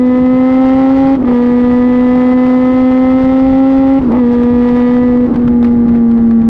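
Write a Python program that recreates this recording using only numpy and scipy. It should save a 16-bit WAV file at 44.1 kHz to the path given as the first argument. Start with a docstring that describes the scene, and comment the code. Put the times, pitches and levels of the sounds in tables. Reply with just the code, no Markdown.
"""A four-cylinder sport motorcycle with an open exhaust, heard from a camera on its tail.
From the start it pulls hard: each firing pushes gas out of the pipe, which booms, barks and hisses,
while wind buffets the microphone and the camera's limiter holds the boom at one level.
It shifts up with a sputter at about 1.2 s and again at 4 s. From about 5.3 s it coasts on a shut
throttle, and the cracks of unburnt fuel in the pipe, scattered until then, come more often."""
import sys
import numpy as np
from scipy import signal
from scipy.fft import rfft, irfft
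from scipy.io import wavfile
from scipy.ndimage import uniform_filter1d, minimum_filter1d

SR = 44100
rng = np.random.default_rng(int(sys.argv[2]) if len(sys.argv) > 2 else 0)


def waveform_to_disk(signal):
    """Save audio, clipped to [-1, 1], as 16-bit WAV at the path in sys.argv[1]."""
    frames = np.transpose(np.atleast_2d(signal))
    scaled = np.clip(frames, -1, 1) * 32767
    samples = np.round(scaled).astype(np.int16)
    wavfile.write(sys.argv[1], SR, samples)


N = 286201
TIME = np.arange(N) / SR
CRUISE_HZ = 250  # a typical pitch of the exhaust note

# One pull for each gear. Each row: when the throttle opens, when it shuts, both in seconds.
PULLS = [(-1, 1.156), (1.24, 3.99), (4.13, 5.265)]
# How hard the engine works while it pulls. Each row: time in seconds, load in dB.
LOAD = [(0, -8), (.75, 3.5), (1.4, -2), (2.5, 0), (3.9, -1.5), (4.2, -6.5), (4.85, 1.5), (5.07, -6),
        (5.2, -13)]


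def boom(firings, pitch_hz, lag=0.47, octave_db_per_hz=-0.1135):
    """The gas in the pipe swings once per firing, making a deep note and another an octave above."""
    # Brief dips in the deep note while coasting. Each row: time in seconds, depth from 0 to 1.
    note_dips = [(5.348, 1), (5.868, 0.72), (6.432, 0.84)]
    swing = 2 * np.pi * (firings - lag)
    deep = engine_gain(pull_db=-7.5, slack_db=-12.5, coast_db=-8.5, coast_db_per_s=2.2)
    deep *= 1 + 0.12 * wander(rate_hz=26)
    octave = engine_gain(pull_db=-16.5, slack_db=-34, coast_db=-22.5, coast_db_per_s=-7.5)
    octave *= 1 + 0.062 * wander(rate_hz=89)
    octave *= amp(octave_db_per_hz * (pitch_hz - CRUISE_HZ))
    note = deep * np.cos(swing) + octave * np.cos(2 * swing)
    # The note drops out briefly at these dips and when the throttle shuts.
    half_gap_s, shut_delay_s, shut_depth = .007, 0.0047, 0.71
    gaps = list(note_dips) + [(shuts + shut_delay_s, shut_depth) for opens, shuts in PULLS]
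    dip = sum(depth * np.exp(-np.minimum(((TIME - when) / half_gap_s) ** 2, 20)) for when, depth in gaps)
    return np.sqrt(2) * note * np.maximum(1 - dip, 0)


def bark(firings, pitch_hz):
    """Sharp exhaust pulses make a stack of tones that the pipe colours; hard work brightens the sound."""
    # The exhaust's tones; unequal cylinders cause the ones at half multiples. Each row: multiple of
    # the note's pitch, relative level in dB when pulling, level in dB when coasting.
    tones = [(1.5, 0.5, -29), (2.5, -10.5, -45.5), (3, 4.5, -43), (3.5, -8, -36), (4, -1.5, -52),
             (4.5, -17.5, -58), (5, -3.5, -42.5), (5.5, -20.5, -56.5), (6, -23.5, -52), (6.5, -16.5, -53.5),
             (7, 0.5, -52.5), (7.5, -11, -55), (8, -3, -58), (8.5, -21.5, -55), (9, -9, -57)]
    # How the pipe boosts or weakens a tone. Each row: frequency in Hz, gain in dB.
    pipe = [(365, -15.5), (400, -5), (610, -6.5), (680, -13.5), (735, -4), (810, 5.5), (900, 0.5),
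            (1010, 5), (1060, -1), (1130, -2.5), (1225, 4), (1300, 4), (1345, 0), (1450, -13), (1690, -1.5),
            (1765, 0.5), (1880, -5.5), (1985, 9.5), (2085, 6), (2140, -6), (2200, 3), (2330, -6.5),
            (2500, 0.5)]
    # The metallic top of the note. Each row: frequency in Hz, gain in dB on top of the whine's level.
    metal = [(2250, -12), (2700, -14), (3050, -15.5), (3450, -15.5), (3900, -23), (5000, -29)]
    pulling, _, coasting, _ = throttle()
    load_db = curve(LOAD)
    middle = pulling * amp(-32.5 + 0.49 * load_db)
    whine = pulling * amp(-39.5 + 0.47 * load_db)
    angle = 2 * np.pi * (firings + .003 * wander(rate_hz=50))
    sound = np.zeros(N)
    for multiple, pull_db, coast_db in tones:
        drive = middle if multiple <= 6 else whine
        level = drive * amp(pull_db + db_at(pipe, multiple * pitch_hz)) + coasting * amp(coast_db)
        shimmer = 1 + 0.15 * wander(rate_hz=16)
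        sound += level * shimmer * np.cos(multiple * angle)
    # The metallic top sounds only while pulling, and its half multiples are weaker.
    for multiple in np.arange(9.5, 19.5, .5):
        half_db = -6 if multiple % 1 else 0
        level = whine * amp(db_at(metal, multiple * pitch_hz) + half_db)
        sway = 1 + .3 * wander(rate_hz=2)
        sound += level * sway * np.cos(multiple * angle + rng.uniform(0, np.pi))
    return np.sqrt(2) * sound


def gas_hiss(firings):
    """Gas hisses out in a puff at each firing, strong and weak in turn, and surges a little."""
    # The tone of the rushing gas. Each row: frequency in Hz, relative level in dB.
    spectrum = [(200, -23.5), (480, 1), (640, -7), (790, -1), (950, -7.5), (1250, -8.5), (1450, -11),
                (2000, -12), (2350, -18), (3400, -23.5), (4900, -29.5), (6200, -36), (9800, -48.5),
                (11500, -69.5)]
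    strong_weak = 1 + 0.084 * np.cos(np.pi * firings)
    flow = unit(1 + strong_weak * puffs(firings, sharpness=3, spread_db=3))
    level = engine_gain(pull_db=-30.5, slack_db=-38.5, coast_db=-41, follows_load=0.39, coast_db_per_s=-0.2)
    surge = amp(1.1 * wander(rate_hz=11))
    return level * surge * colour(flow * rng.standard_normal(N), spectrum)


def pipe_ringing(pitch_hz, db_per_hz=-0.2062):
    """Uneven burning keeps the pipe's lowest note ringing, most of all between gears and at low revs."""
    # The tone of the ringing pipe. Each row: frequency in Hz, relative level in dB.
    spectrum = [(120, -33.5), (225, -6), (285, 6), (330, -3), (400, -10), (520, -12.5), (650, -19.5),
                (1200, -24.5), (2400, -51), (7000, -89.5)]
    level = engine_gain(pull_db=-26, slack_db=-17.5, coast_db=-26, follows_load=-.4, coast_db_per_s=-4)
    level *= amp(db_per_hz * (pitch_hz - CRUISE_HZ))
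    return level * colour(rng.standard_normal(N), spectrum)


def sputter(firings):
    """Fuel burns raggedly as the throttle opens or shuts, making short bursts of rasping puffs."""
    # The bursts. Each row: start in seconds, length in seconds, level in dB.
    bursts = [(1.22, .014, -27), (1.239, .014, -19.5), (1.255, .09, -17.5), (3.988, .06, -28),
              (4.09, .135, -19.5), (5.3, .11, -33)]
    # The tone of the rasp. Each row: frequency in Hz, relative level in dB.
    spectrum = [(200, -13.5), (380, 7), (560, 6), (680, -6.5), (830, 6), (1050, -5), (1230, -3.5),
                (1500, -20.5), (2000, -16.5), (3500, -33), (9000, -69.5), (12000, -69.5)]
    level = np.zeros(N)
    for start, length, db in bursts:
        level += amp(db) * np.sin(np.pi * np.clip((TIME - start) / length, 0, 1))
    flow = unit(0.16 + puffs(firings, sharpness=2, spread_db=0.5))
    return colour(level * flow * rng.standard_normal(N), spectrum)


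def cracks(faint_per_s=3.9, faint_length_s=0.0087):
    """Unburnt fuel goes off in the pipe: each crack is one sharp shock inside a short, dying crackle."""
    # The loudest cracks. Each row: start in seconds, relative level in dB, crackle length in seconds.
    loud = [(1.065, -37, .017), (2.152, -28, 0.0072), (2.46, -31, .011), (3.099, -31.5, .019),
            (3.247, -31, .0065), (4.116, -29, 0.0092), (4.431, -24.5, 0.0051), (4.686, -27, 0.0054),
            (5.173, -27, 0.0023), (5.337, -35, .011), (5.357, -27, 0.0061), (5.476, -25.5, 0.0049),
            (5.626, -27, 0.0051), (5.641, -25.5, 0.01), (5.663, -37, 0.018), (5.878, -35, 0.016),
            (5.943, -35, 0.015), (6.112, -32.5, .0057), (6.309, -30, 0.0045), (6.332, -38.5, .005),
            (6.414, -35, 0.0071)]
    # The tone of a crack. Each row: frequency in Hz, relative level in dB.
    spectrum = [(60, 5), (250, 1), (600, 1.5), (1000, 4.5), (2000, -4), (2800, -11), (5000, -22),
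                (6500, -30.5), (9500, -34), (11500, -60)]
    # Faint cracks fall at random times among the loud ones.
    tries = rng.random(size=(100, 3))
    faint = [(when * TIME[-1], -44 + 4 * size, faint_length_s)
             for when, size, luck in tries if luck < faint_per_s * TIME[-1] / len(tries)]
    level, shocks = np.zeros(N), np.zeros(N)
    for start, db, length in list(loud) + faint:
        age = np.maximum(TIME - start, 0) / (length / 2)  # the crackle peaks at age 1
        level += amp(db) * age * np.exp(1 - np.minimum(age, 60))
        peak = min(round((start + length / 2) * SR), N - 1)
        shocks[peak] += 0.18 * amp(db) * np.sqrt(length * SR)
    grain = unit(amp(2 * wander(rate_hz=620)))
    crackle = amp(3) * level * grain * rng.standard_normal(N)
    return colour(crackle + shocks, spectrum)


def wind(gust_db=3.5):
    """Air buffets the microphone with a low, lumpy rumble."""
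    # The wind's strength before gusts are added. Each row: time in seconds, level in dB.
    strength = [(0, -29.5), (1.7, -28), (4.3, -28), (5.5, -22), (6.49, -26)]
    # The tone of the rumble. Each row: frequency in Hz, relative level in dB.
    spectrum = [(10, -10.5), (28, -6), (65, 0.5), (110, -3.5), (175, -1), (240, -14), (400, -17.5),
                (1000, -29), (4000, -57), (9000, -88)]
    level = amp(curve(strength) + gust_db * wander(rate_hz=21))
    return level * colour(rng.standard_normal(N), spectrum)


def puffs(firings, sharpness, spread_db):
    """One smooth pulse of gas for each firing, each with its own random strength."""
    strengths = amp(spread_db * np.clip(rng.standard_normal(4096), -2.5, 2.5))
    nearest_firing = np.floor(firings + .5).astype(int) + 1
    return strengths[nearest_firing] * np.exp(sharpness * (np.cos(2 * np.pi * firings) - 1))


def throttle(open_s=0.066, shut_s=.014, settle_s=0.26):
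    """The shares of pulling, slack between gears and coasting (adding up to 1), and seconds coasted."""
    pulling = np.zeros(N)
    for opens, shuts in PULLS:
        pulling += np.clip((TIME - opens) / open_s, 0, 1) * np.clip(1 - (TIME - shuts) / shut_s, 0, 1)
    coasted_s = np.maximum(TIME - PULLS[-1][1], 0)
    coasting = (1 - pulling) * np.minimum(coasted_s / settle_s, 1)
    return pulling, 1 - pulling - coasting, coasting, coasted_s


def engine_gain(pull_db, slack_db, coast_db, follows_load=0, coast_db_per_s=0):
    """How loud a layer is in each throttle state; it can follow the load and drift while coasting."""
    pulling, slack, coasting, coasted_s = throttle()
    return (pulling * amp(pull_db + follows_load * curve(LOAD))
            + slack * amp(slack_db)
            + coasting * amp(coast_db + coast_db_per_s * coasted_s))


def amp(db):
    """Turns decibels into a number to multiply by."""
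    return 10 ** (np.asarray(db) / 20)


def unit(x):
    """Scales a signal to an average power of 1."""
    return x / np.sqrt(np.mean(x ** 2) + 1e-20)


def curve(rows):
    """Joins rows of time and value with straight lines, giving a value for every sample."""
    seconds, values = np.transpose(rows)
    return np.interp(TIME, seconds, values)


def db_at(spectrum, hz):
    """Looks up a spectrum's level at a frequency, blending between rows along a scale of octaves."""
    row_hz, row_db = np.transpose(spectrum)
    return np.interp(np.log(hz + 1), np.log(row_hz), row_db)


def colour(x, spectrum):
    """Gives a sound the tone of a spectrum; white noise keeps its power."""
    hz = abs(np.fft.fftfreq(4096, 1 / SR))
    log_gain = np.log(amp(db_at(spectrum, hz)))
    response = np.exp(np.conj(signal.hilbert(log_gain)))  # rings after a sound, never before it
    ring = np.fft.ifft(response).real[:2048]
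    return signal.oaconvolve(x, ring / np.linalg.norm(ring))[:N]


def wander(rate_hz):
    """A smooth random wobble of typical size 1, moving at up to about the given rate."""
    frames = N // 32
    hz = np.fft.rfftfreq(frames, TIME[-1] / frames)
    slow = irfft(rfft(rng.standard_normal(frames)) / (1 + (hz / rate_hz) ** 2), frames)
    return np.interp(TIME, np.linspace(0, TIME[-1], frames), unit(slow))


def scene():
    """The exhaust's layers follow one pitch; cracks and wind are added to them."""
    # The pitch of the exhaust note; it follows the revs and wavers at the second shift.
    # Each row: time in seconds, pitch in Hz.
    pitch = [(0, 249.6), (.3, 254.6), (1, 268.6), (1.155, 270.8), (1.2, 249), (1.36, 242.5), (2, 249.1),
             (3.05, 257.8), (3.6, 266.5), (3.995, 270), (4.11, 225), (4.175, 253), (4.24, 239.9),
             (5.05, 246.4), (5.25, 245), (5.31, 234.4), (5.39, 242), (6.49, 227.2)]
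    pitch_hz = curve(pitch) * (1 + .0015 * wander(rate_hz=16))
    firings = np.cumsum(pitch_hz) / SR  # a running count that grows by 1 with each cycle of the note
    note = boom(firings, pitch_hz) + bark(firings, pitch_hz)
    exhaust = note + gas_hiss(firings) + pipe_ringing(pitch_hz) + sputter(firings)
    return (exhaust + cracks() + wind())[None]


def record(dry, ceiling=0.76, drive_db=1, top_hz=12000):
    """The camera's limiter quickly and smoothly turns down peaks, then the highest treble is cut."""
    loud = dry * amp(drive_db)
    allowed = (1 + (loud / ceiling) ** 8) ** (-1 / 8)
    gain = uniform_filter1d(minimum_filter1d(allowed, size=301), size=301)
    treble_cut = signal.firwin(255, top_hz, window=("kaiser", 8), fs=SR)
    return signal.oaconvolve(loud * gain, treble_cut[None], "same")


dry = scene()
out = record(dry)
waveform_to_disk(out)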